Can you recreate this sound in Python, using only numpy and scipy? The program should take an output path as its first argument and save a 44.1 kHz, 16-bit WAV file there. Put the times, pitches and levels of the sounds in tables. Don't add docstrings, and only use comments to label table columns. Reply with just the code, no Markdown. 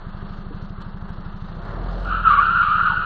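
import sys
import numpy as np
from scipy import signal
from scipy.fft import rfft, irfft, next_fast_len
from scipy.io import wavfile
from scipy.ndimage import uniform_filter1d, map_coordinates

SR = 44100
rng = np.random.default_rng(int(sys.argv[2]) if len(sys.argv) > 2 else 0)


def voltage_ratio(decibels):
    exponent = np.asarray(decibels, float) / 20
    return 10 ** exponent


def master(y):
    cut = np.clip(np.atleast_2d(y).T, -1, 1)
    pcm = np.round(cut * 32767)
    wavfile.write(sys.argv[1], SR, pcm.astype(np.int16))


N = 134505
T = np.arange(N) / SR


def unit(x):
    return x / np.sqrt(np.mean(np.abs(x) ** 2) + 1e-20)


def along(points, hz):
    f, db = np.transpose(points)
    return voltage_ratio(np.interp(np.log(hz + 1), np.log(f + 1), db, -120, -120))


def curves(rows):
    s, *columns = np.transpose(rows)
    return [np.interp(T, s, column) for column in columns]


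def wobble(rate):
    return map_coordinates(rng.standard_normal(4000), [T * np.clip(rate, .1, 1200)])


def filtered(x, response):
    m = next_fast_len(N + SR // 2)
    return irfft(rfft(x, m) * response(np.fft.rfftfreq(m, 1 / SR)), m)[:N]


def noise(spectrum):
    return unit(filtered(rng.standard_normal(N), lambda f: along(spectrum, f)))


# f/Hz, level/dB (per Hz)
HUM_COLOUR = [(30, -6), (60, 0), (200, -3), (260, -15)]


def hum(load_db):
    return voltage_ratio(-50 + 2.1 * load_db) * noise(HUM_COLOUR)


def knock():
    start_s, level_db, pitch_hz, t60_s = .505, -28, 289, 0.083
    t = np.clip(T - start_s, 0, None)
    partials = np.sin(2 * np.pi * pitch_hz * t) + 0.58 * np.sin(2 * np.pi * 1.6 * pitch_hz * t)
    return voltage_ratio(level_db - 60 * t / t60_s) * partials * (1 - np.exp(-t / 0.0035))


# f/Hz, level/dB (per Hz)
INTAKE_COLOUR = [(200, -17), (300, -2), (700, 3), (1000, -11), (1400, -30.5)]


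def intake(load_db):
    return voltage_ratio(-60.5 + 3.3 * load_db) * noise(INTAKE_COLOUR)


# f/Hz, level/dB (per Hz)
ROAR_COLOUR = [(130, -21.5), (220, -12), (257, -15), (389, -9.5), (464, -18), (979, -12.5), (1230, -9.5),
               (1630, -16.5), (2300, -33), (2990, -72.5), (5060, -120)]


def roar(count, load_db):
    pulse = 1 + 0.14 * np.cos(2 * np.pi * (count - 0.74))
    return voltage_ratio(-46.5 + 1.26 * load_db + 1.3 * wobble(12)) * pulse * noise(ROAR_COLOUR)


# f/Hz, level/dB (per Hz)
CLATTER_COLOUR = [(1900, -43), (2350, -12.5), (2700, -3.2), (4400, -3.5), (4700, -11), (6500, -23),
                  (8300, -21), (8600, -56)]
# t/s, level/dB (peak)
LOUD_TAPS = [
    (0.6963, -49),
    (0.8185, -35.5),
    (0.9403, -59.5),
    (1.1004, -52.5),
]


def clatter(count, load_db):
    pulse = 1 + 0.25 * np.cos(2 * np.pi * (count - 0.74))
    taps = sum(voltage_ratio(db + 44) * np.exp(-np.abs(T - s - .004) / .007) for s, db in LOUD_TAPS)
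    return voltage_ratio(-61 + load_db + 1.5 * wobble(10)) * (pulse + taps) * noise(CLATTER_COLOUR)


def boom(rate, count, load_db):
    resonance_hz, width_hz, peak_db = 43, 4.6, 7
    swell_db = peak_db * np.exp(-((rate - resonance_hz) / width_hz) ** 2)
    level_db = -37 + 0.45 * load_db + swell_db + .6 * wobble(5)
    return -voltage_ratio(level_db) * np.sqrt(2) * np.cos(2 * np.pi * count)


# f/Hz, width/Hz, level/dB
PIPE_MODES = [(164, 14, 1), (200, 12, 0), (390, 70, -24)]


def pipe_ring(f):
    delay_s, total = .0096, 0
    for k, (centre, width, db) in enumerate(PIPE_MODES):
        total = total + (-1) ** k * voltage_ratio(db) * 1j * f * width / (centre ** 2 - f * f + 1j * f * width)
    return np.exp(-2j * np.pi * f * delay_s) * total


def puff_pulse(f):
    return np.exp(-(f / 135) ** 2) * f * f / (f * f + 40 ** 2)


def rebound(f):
    return 1j * f / (118 ** 2 - f * f + 1j * f * 35)


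def exhaust(rate, count, load_db):
    at = np.flatnonzero(np.diff(np.floor(count))) + 1
    weak = np.floor(count[at]) % 2 == 1
    size = voltage_ratio(.7 * rng.standard_normal(200)[:len(at)])
    above_idle = rate[at] - rate[0]
    weak_puff = np.clip(.22 + .02 * above_idle, 0, 1)
    puffs, rings = np.zeros(N), np.zeros(N)
    puffs[at] = -size * voltage_ratio(-0.18 * above_idle) * np.where(weak, weak_puff, 1)
    rings[at] = size * voltage_ratio(-0.26 * above_idle) * np.where(weak, .3, 1)
    mix = voltage_ratio(-40) * unit(filtered(puffs, puff_pulse))
    mix = mix + voltage_ratio(-40) * unit(filtered(rings, pipe_ring))
    mix = mix + voltage_ratio(-44) * unit(filtered(puffs, rebound))
    return voltage_ratio(0.12 * load_db) * filtered(mix, lambda f: 1 / (1 + (f / 450) ** 4))


# t/s, f/Hz (firings)
BLIP = [
    (1.42, 24.9),
    (1.618, 31.5),
    (1.718, 36.8),
    (1.804, 41.0),
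    (2.0, 43.9),
    (2.182, 42.1),
    (2.378, 36.5),
    (2.446, 33.9),
    (2.704, 28.5),
    (3.05, 25.5),
]
# t/s, level/dB
WORK = [
    (0, 1.5),
    (1.4, 1.5),
    (1.6, 4),
    (1.78, 6),
    (2.0, 6.5),
    (2.2, 4),
    (2.4, 3.5),
    (2.7, -0.5),
    (3.05, 4),
]


def engine():
    idle_hz, first_firing_s = 25.098, .0693
    (rate,), (load_db,) = curves(BLIP), curves(WORK)
    rate = np.where(T < BLIP[0][0], idle_hz, rate)
    count = np.cumsum(rate) / SR
    count = count - count[round(first_firing_s * SR)]
    air = hum(load_db) + intake(load_db)
    works = roar(count, load_db) + clatter(count, load_db)
    return air + works + boom(rate, count, load_db) + exhaust(rate, count, load_db)


OVERTONE_LEVELS = [-25.5, -39]


def tyre(rows, width_hz, wander_hz, spread):
    hz, db = curves(rows)
    grip = voltage_ratio(db) * (T > rows[0][0]) * (T <= rows[-1][0])

    def flutter(rate):
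        return wobble(rate) + 1j * wobble(rate)

    phases = []
    for side in (-1, 1):
        patch_hz = hz + side * spread * 55 + wander_hz * wobble(45)
        phases.append(2 * np.pi * np.cumsum(patch_hz) / SR)
    tone = unit(sum(np.real((1.2 + flutter(width_hz)) * np.exp(1j * phase)) for phase in phases))
    for k, level_db in enumerate(OVERTONE_LEVELS, start=2):
        rough = flutter(2.2 * k * width_hz)
        tone = tone + voltage_ratio(level_db) * np.real(rough * np.exp(1j * k * phases[0]))
    return grip * tone, grip


# f/Hz, level/dB (per Hz)
SCRUB_COLOUR = [(290, -69.5), (500, -32.5), (717, -39), (962, -23), (1040, -18.5), (1200, -6.5),
                (1400, -3.5), (2100, -40.5), (2730, -74), (4620, -120)]


def scrub(force):
    return force * voltage_ratio(-5 + 1.7 * wobble(40)) * noise(SCRUB_COLOUR)


# f/Hz, level/dB (per Hz)
GRIT_COLOUR = [(1260, -33.5), (2150, -20), (2510, -5.5), (2880, 3.5), (3580, -12.5), (3980, -7),
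               (4440, -14.5), (5770, -48.5), (9770, -120)]


def grit(force):
    return np.abs(force) ** 0.77 * voltage_ratio(-28.5 + wobble(25)) * noise(GRIT_COLOUR)


# t/s, f/Hz, level/dB
FAR_TYRE = [
    (2.05, 1400, -38.5),
    (2.1, 1350, -24),
    (2.17, 1340, -20),
    (2.21, 1380, -28.5),
    (2.4, 1420, -54),
    (2.43, 1400, -18.5),
    (2.6, 1390, -17.5),
    (2.68, 1420, -33.5),
    (2.77, 1400, -24.5),
    (3.05, 1405, -21.5),
]
# t/s, f/Hz, level/dB
NEAR_FIRST_GRIP = [
    (2.235, 1480, -38.5),
    (2.255, 1363, -19),
    (2.275, 1288, -10.5),
    (2.292, 1297, -21.5),
    (2.31, 1190, -10.5),
    (2.355, 1160, -20),
    (2.392, 1166, -10.5),
    (2.42, 1234, -20),
    (2.47, 1230, -32),
]
# t/s, f/Hz, level/dB
NEAR_SECOND_GRIP = [
    (2.61, 1205, -35.5),
    (2.63, 1205, -16),
    (2.67, 1204, -18),
    (2.76, 1286, -19),
    (2.84, 1250, -33.5),
    (2.875, 1263, -19),
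    (2.905, 1070, -28.5),
    (2.935, 860, -32),
    (2.95, 830, -43.5),
]


def skid():
    far, far_grip = tyre(FAR_TYRE, width_hz=130, wander_hz=30, spread=.8)
    first, first_grip = tyre(NEAR_FIRST_GRIP, width_hz=90, wander_hz=20, spread=.1)
    second, second_grip = tyre(NEAR_SECOND_GRIP, width_hz=105, wander_hz=25, spread=.3)
    smooth_s = 0.071
    force = uniform_filter1d(far_grip + first_grip + second_grip, size=int(smooth_s * SR))
    return far + first + second + scrub(force) + grit(force)


def scene():
    return (knock() + engine() + skid())[None]


def squeeze(x):
    ceiling = .68
    level = uniform_filter1d(np.abs(signal.hilbert(x, next_fast_len(N))[:N]), size=60)
    return x / (1 + (level / ceiling) ** 4) ** (1 / 4)


# low f/Hz, high f/Hz, reluctance [1]
SHY_BANDS = [(4600, 4800, -.9), (4800, 5200, 0), (5200, 5700, 0), (5700, 6300, -.1), (6300, 6900, .4),
             (6900, 7500, 1.5), (7500, 8300, 1.6)]
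SHUT_TIMES = [2.25, 2.368]


def treble_gate(x):
    top_hz, shut_hz, shut_half_s = 4600, 3900, .02
    fade_out = np.clip((N - np.arange(N)) / 90, 0, 1)
    hz, t, z = signal.stft(x * fade_out, SR, nperseg=2048)

    def band_db(low, high):
        power = np.abs(z[(hz > low) & (hz < high)]) ** 2
        return 10 * np.log10(np.sum(power, axis=0) + 1e-12)

    bright = band_db(top_hz, 7000)
    busy = np.clip(band_db(900, 1800) + 34, 0, None)
    urge = (bright - np.median(bright)) / 4.5 - busy / 6 + .7 * rng.standard_normal(len(t))
    keep = (hz < top_hz)[:, None] * np.ones(len(t))
    for low, high, reluctance in SHY_BANDS:
        is_open = urge + .7 * rng.standard_normal(len(t)) > reluctance
        keep = keep + ((hz >= low) & (hz < high))[:, None] * is_open
    in_dropout = np.min(np.abs(t[:, None] - SHUT_TIMES), axis=1) < shut_half_s
    keep = keep * ~((hz > shut_hz)[:, None] & in_dropout)
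    return signal.istft(z * keep, SR, nperseg=2048)[1][:N]


def low_pass(x):
    return signal.sosfilt(signal.butter(12, 8400, fs=SR, output="sos"), x)


def record(dry):
    mix = treble_gate(squeeze(dry[0]))[None]
    return low_pass(mix)


dry = scene()
out = record(dry)
master(out)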